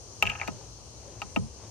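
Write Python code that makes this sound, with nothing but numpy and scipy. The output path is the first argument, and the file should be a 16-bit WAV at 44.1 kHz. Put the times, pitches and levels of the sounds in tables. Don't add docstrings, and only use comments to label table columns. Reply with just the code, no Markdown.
import sys
import numpy as np
from scipy import signal
from scipy.io import wavfile

SR = 44100
rng = np.random.default_rng(int(sys.argv[2]) if len(sys.argv) > 2 else 0)


def dump_mix(stems):
    frames = np.atleast_2d(stems).T
    limited = np.clip(frames, -1, 1)
    pcm = np.round(limited * 32767).astype(np.int16)
    wavfile.write(sys.argv[1], SR, pcm)


N = 74970
T = np.arange(N) / SR
RING_T = T[:SR // 4]

# pitch_hz, level_db, fade_s, pan_db
PIPE_TONES = [(2340, -21.5, 0.046, -9), (2521, -3.5, 0.011, 14.5), (2720, 0.5, 0.015, 3.5),
              (3130, -33, 0.056, 21.5)]
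# pitch_hz, level_db, fade_s, pan_db
CRATE_TOP_TONES = [(826, -4, 0.054, 3.5), (886.4, -5, 0.055, 5.5), (1009, -16, 0.085, -3),
                   (1269, -2, 0.048, -4), (1414, -28.5, 0.078, 25), (1873, -14.5, 0.046, 4)]
# pitch_hz, pan_db
BACKGROUND_PAN = [(60, 1), (350, 6), (2000, -2), (6000, 7), (10000, -4)]
PIPE_RISE_S, CRATE_RISE_S = 0.00067, 0.0003
PIPE_LAG_S, CRATE_LAG_S = 0.00003, 0.0001


def from_db(db):
    return 10 ** (np.asarray(db) / 20)


def rms_one(x):
    return x / np.sqrt(np.mean(x ** 2) + 1e-20)


def panned(db):
    return from_db(np.array([[.5], [-.5]]) * db)


def at_hz(points, hz, column=1):
    table = np.array(points)
    return np.interp(np.log(hz), np.log(table[:, 0]), table[:, column])


def in_time(rows):
    return np.interp(T, *np.transpose(rows))


def drift(rate_hz):
    step, warm_up = 40, 2000
    memory = np.exp(-2 * step * np.pi * rate_hz / SR)
    noise = rng.standard_normal(N // step + warm_up + 2)
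    slow = signal.lfilter([1], [1, -2 * memory, memory * memory], noise)[warm_up:]
    return np.interp(np.arange(N) / step, np.arange(len(slow)), rms_one(slow))


def band_pass(x, low_hz, high_hz):
    return signal.sosfilt(signal.butter(2, [low_hz, high_hz], "band", fs=SR, output="sos"), x)


def bands(size):
    edges_hz = 22 * 2 ** np.arange(0, 9.6, .25)
    white = rng.standard_normal((3, 2, size))
    for k, (low, high) in enumerate(zip(edges_hz, edges_hz[1:])):
        yield np.sqrt(low * high), band_pass(white[k % 3], low, high)


def add(out, start_s, sound):
    i = int(start_s * SR)
    out[:, i:i + sound.shape[1]] += sound[:, :N - i]


def heard(lag_s, delay_s=0):
    return np.maximum(RING_T - delay_s - np.array([[0], [lag_s]]), 0)


def ring(tones, rise_s, t, stretch=1, cutoff_hz=SR):
    out = 0
    for hz, db, fade_s, pan_db in tones:
        gain = from_db(db + 0.6 * rng.standard_normal())
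        gain /= np.sqrt(1 + (hz / cutoff_hz) ** 4)
        fade = np.exp(-np.log(1000) * t / fade_s)
        out = out + gain * panned(pan_db) * fade * np.sin(2 * np.pi * hz * stretch * t)
    return out * (1 - np.exp(-t / rise_s)) ** 2


def swell(hz, peak_s, lag_s, steepness):
    t = heard(lag_s)
    return (t / peak_s * np.exp(1 - t / peak_s)) ** steepness * np.sin(2 * np.pi * hz * t)


def noise_burst(table, delay_s=0):
    burst, t = 0, RING_T - delay_s
    for hz, noise in bands(len(RING_T)):
        fade = np.exp(-np.log(1000) * np.maximum(t, 0) / at_hz(table, hz, column=2)) * (t > 0)
        burst = burst + from_db(at_hz(table, hz)) * noise * fade / np.sqrt(np.sum(fade ** 2))
    return burst


def through(x, response):
    return signal.fftconvolve(x, response, axes=1)[:, :N]


def traffic_and_hiss():
    # pitch_hz, relative_level_db
    colour = [(25, -20), (40, -17.5), (58, 3.5), (80, -6.5), (110, 4), (165, -11), (280, -12.5),
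              (420, -11.5), (700, -16), (1000, -17), (1500, -28), (2200, -30.5), (3100, -23.5), (3700, -35),
              (4700, -10.5), (5500, -25), (6400, -5.5), (7500, -32.5), (9500, -17.5), (11000, -59.5),
              (14000, -46.5)]
    # pitch_hz, likeness (1 the same, 0 unrelated, -1 opposite)
    likeness = [(60, 0.74), (450, 0.6), (950, 0.41), (1900, 0.084), (7500, -0.28), (9500, 0.15), (11000, 1)]
    out = 0
    for hz, noise in bands(N + SR // 4):
        middle, side = noise[:, -N:]
        alike = np.clip(at_hz(likeness, hz), -1, 1)
        stereo = np.sqrt(1 + alike) * middle + np.sqrt(1 - alike) * side * [[1], [-1]]
        level_db = at_hz(colour, hz) + 1.4 * drift(rate_hz=2.1)
        out = out + from_db(level_db) * panned(at_hz(BACKGROUND_PAN, hz)) * stereo
    return from_db(-47) * rms_one(out)


def far_machine(pitch_hz=104.4, level_db=-54.5):
    hum = np.sin(2 * np.pi * pitch_hz * T + 0.2 * drift(rate_hz=1.9))
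    return from_db(level_db) * hum * panned(at_hz(BACKGROUND_PAN, pitch_hz))


def yard_echo(sound):
    # pitch_hz, level_db, fade_s
    echoes = [(220, -22, .05), (450, -14, .07), (900, -13, .05), (1500, -15, .04), (2500, -14, .03),
              (4500, -4, .03), (13000, -4, .035)]
    return through(sound, noise_burst(echoes, delay_s=0.0028))


def hand_rub():
    # time_s, level_db
    loudness = [(0.0, -63), (0.48, -55), (0.62, -54), (0.74, -68.5), (0.97, -61.5), (1.07, -53),
                (1.2, -53.5), (1.33, -56), (1.52, -61.5), (1.65, -50), (1.7, -63)]
    # pitch_hz, relative_level_db
    colour = [(100, -20), (400, 3.5), (1100, -10), (1900, -20), (2700, -14.5), (8000, -35), (15000, -78)]
    rub = sum(from_db(at_hz(colour, hz) + 2 * drift(rate_hz=6.7)) * noise[0] for hz, noise in bands(N))
    return from_db(in_time(loudness)) * rms_one(rub)


def deep_rumble():
    # time_s, level_db
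    loudness = [(0.0, -53), (0.17, -70.5), (0.25, -45.5), (0.52, -49), (0.62, -70), (1.28, -53.5),
                (1.42, -46.5), (1.55, -50.5), (1.7, -59)]
    rumble = band_pass(rng.standard_normal(N), low_hz=45.4, high_hz=86.4)
    return from_db(in_time(loudness)) * rms_one(rumble)


def crate_thuds():
    # start_s, knock_db, boom_db
    pushes = [(0.225, -29.5, -30.5), (0.478, -24.5, -36), (1.217, -40, -41), (1.363, -15, -23.5)]
    # pitch_hz, level_db, peak_s, right_lag_s
    sway_tones = [(98.4, -5, 0.035, 0.0026), (135.6, -9.5, 0.06, 0.0025), (186.4, -2.5, 0.031, 0.0021),
                  (217.4, -13.5, 0.07, 0.0014)]
    boom = sum(from_db(db) * swell(hz, peak_s, lag_s, steepness=8)
               for hz, db, peak_s, lag_s in sway_tones)
    knock = swell(hz=263, peak_s=0.012, lag_s=0.001627, steepness=18.3)
    out = np.zeros((2, N))
    for start_s, knock_db, boom_db in pushes:
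        add(out, start_s, from_db(knock_db) * knock + from_db(boom_db) * boom)
    return out


def tip_skid(slips_per_s=900):
    # time_s, level_db
    strength = [(0.216, -45), (0.24, -50), (0.305, -40), (0.345, -47.5), (0.365, -52), (0.39, -48),
                (0.425, -42), (0.455, -52.5), (0.485, -44), (0.51, -73)]
    # pitch_hz, level_db, fade_s
    scratch_bands = [(400, 14, .02), (900, 27, 0.033), (1510, 40, .012), (2610, -3, .008), (3500, -2, .006),
                     (6500, -12, 0.0054), (9000, -4, .004), (12900, -10, .004)]
    slips = (rng.random((1, N)) < slips_per_s / SR) * rng.choice([-1, 1], N)
    dragging = (T > strength[0][0]) & (T < strength[-1][0])
    scratch = noise_burst(scratch_bands)
    pipe = from_db(0.5) * ring(PIPE_TONES, PIPE_RISE_S, heard(PIPE_LAG_S))
    crate = from_db(-6) * ring(CRATE_TOP_TONES, CRATE_RISE_S, heard(CRATE_LAG_S))
    return through(slips * from_db(in_time(strength)) * dragging, scratch + pipe + crate)


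def bit_ticks(usual_pipe_hz=2671):
    # start_s, pipe_db, pipe_pitch_hz, crate_top_db, crate_walls_db,
    # click_db, click_cutoff_hz
    touches = [(0.2248, -2.5, 2634, -18, -24.5, -14, 15900), (0.2541, -17, 2650, -37, -38.5, -31, 5000),
               (0.2658, -17, 2750, -44, -51, -23, 5970), (0.2716, -10.5, 2597, -39, -38, -35, 6860),
               (0.293, -23, 2700, -52, -52, -31, 5000), (0.2972, -16.5, 2570, -49, -50, -24, 6800),
               (0.2997, -13, 2686, -36.5, -46, -23, 5000), (0.3167, -23, 2640, -41, -36, -45, 5000),
               (0.3325, -32, 2500, -42, -60, -41, 5000), (0.3518, -27, 2460, -35, -53, -42, 6000),
               (0.3557, -26, 2660, -63, -45.5, -39, 6000), (0.3983, -24, 2530, -55, -40, -50, 5000),
               (0.4141, -15, 2274, -29.5, -39, -24, 3820), (0.4318, -24.5, 2240, -38, -40.5, -40, 4000),
               (0.4766, -22, 2410, -38, -56, -19.5, 5470), (0.48, -29, 2710, -28, -28.5, -37, 9100),
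               (1.2174, -19, 2670, -27, -36, -22, 5000), (1.3614, -12.5, 2636, -23, -24, -22, 5200)]
    # pitch_hz, level_db, fade_s, pan_db
    bit_tones = [(3810, -26, 0.045, 1), (4510, -11.5, 0.0044, 18.5), (5833, -11.5, 0.012, 4.5),
                 (7270, -5, 0.0037, 5.5), (10800, -27, 0.0019, -38), (12140, -1, 0.0019, -1)]
    # pitch_hz, level_db, fade_s, pan_db
    wall_tones = [(405.5, -18, 0.19, 11), (509, -19.5, 0.15, 10), (627, -9.5, 0.072, -5),
                  (684, -3.5, 0.044, 17)]
    pipe_t = heard(PIPE_LAG_S)
    bit_t = heard(lag_s=0.00001)
    crate_t = heard(CRATE_LAG_S, delay_s=0.00168)
    out = np.zeros((2, N))
    for start_s, pipe_db, pipe_hz, top_db, walls_db, click_db, cutoff_hz in touches:
        pipe = from_db(pipe_db) * ring(PIPE_TONES, PIPE_RISE_S, pipe_t, stretch=pipe_hz / usual_pipe_hz)
        click = from_db(click_db) * ring(bit_tones, rise_s=0.00007, t=bit_t, cutoff_hz=cutoff_hz)
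        top = from_db(top_db) * ring(CRATE_TOP_TONES, CRATE_RISE_S, crate_t)
        walls = from_db(walls_db) * ring(wall_tones, CRATE_RISE_S, crate_t)
        add(out, start_s, pipe + click + top + walls)
    return out


def scene():
    work = bit_ticks() + tip_skid() + crate_thuds()
    echo = yard_echo(work)
    handling = (hand_rub() + deep_rumble()) * panned(5.4)
    return work + echo + handling + traffic_and_hiss() + far_machine()


def record(dry):
    cutoff_hz = 15200
    return signal.sosfilt(signal.ellip(10, .2, 80, cutoff_hz, fs=SR, output="sos"), dry)


dry = scene()
out = record(dry)
dump_mix(out)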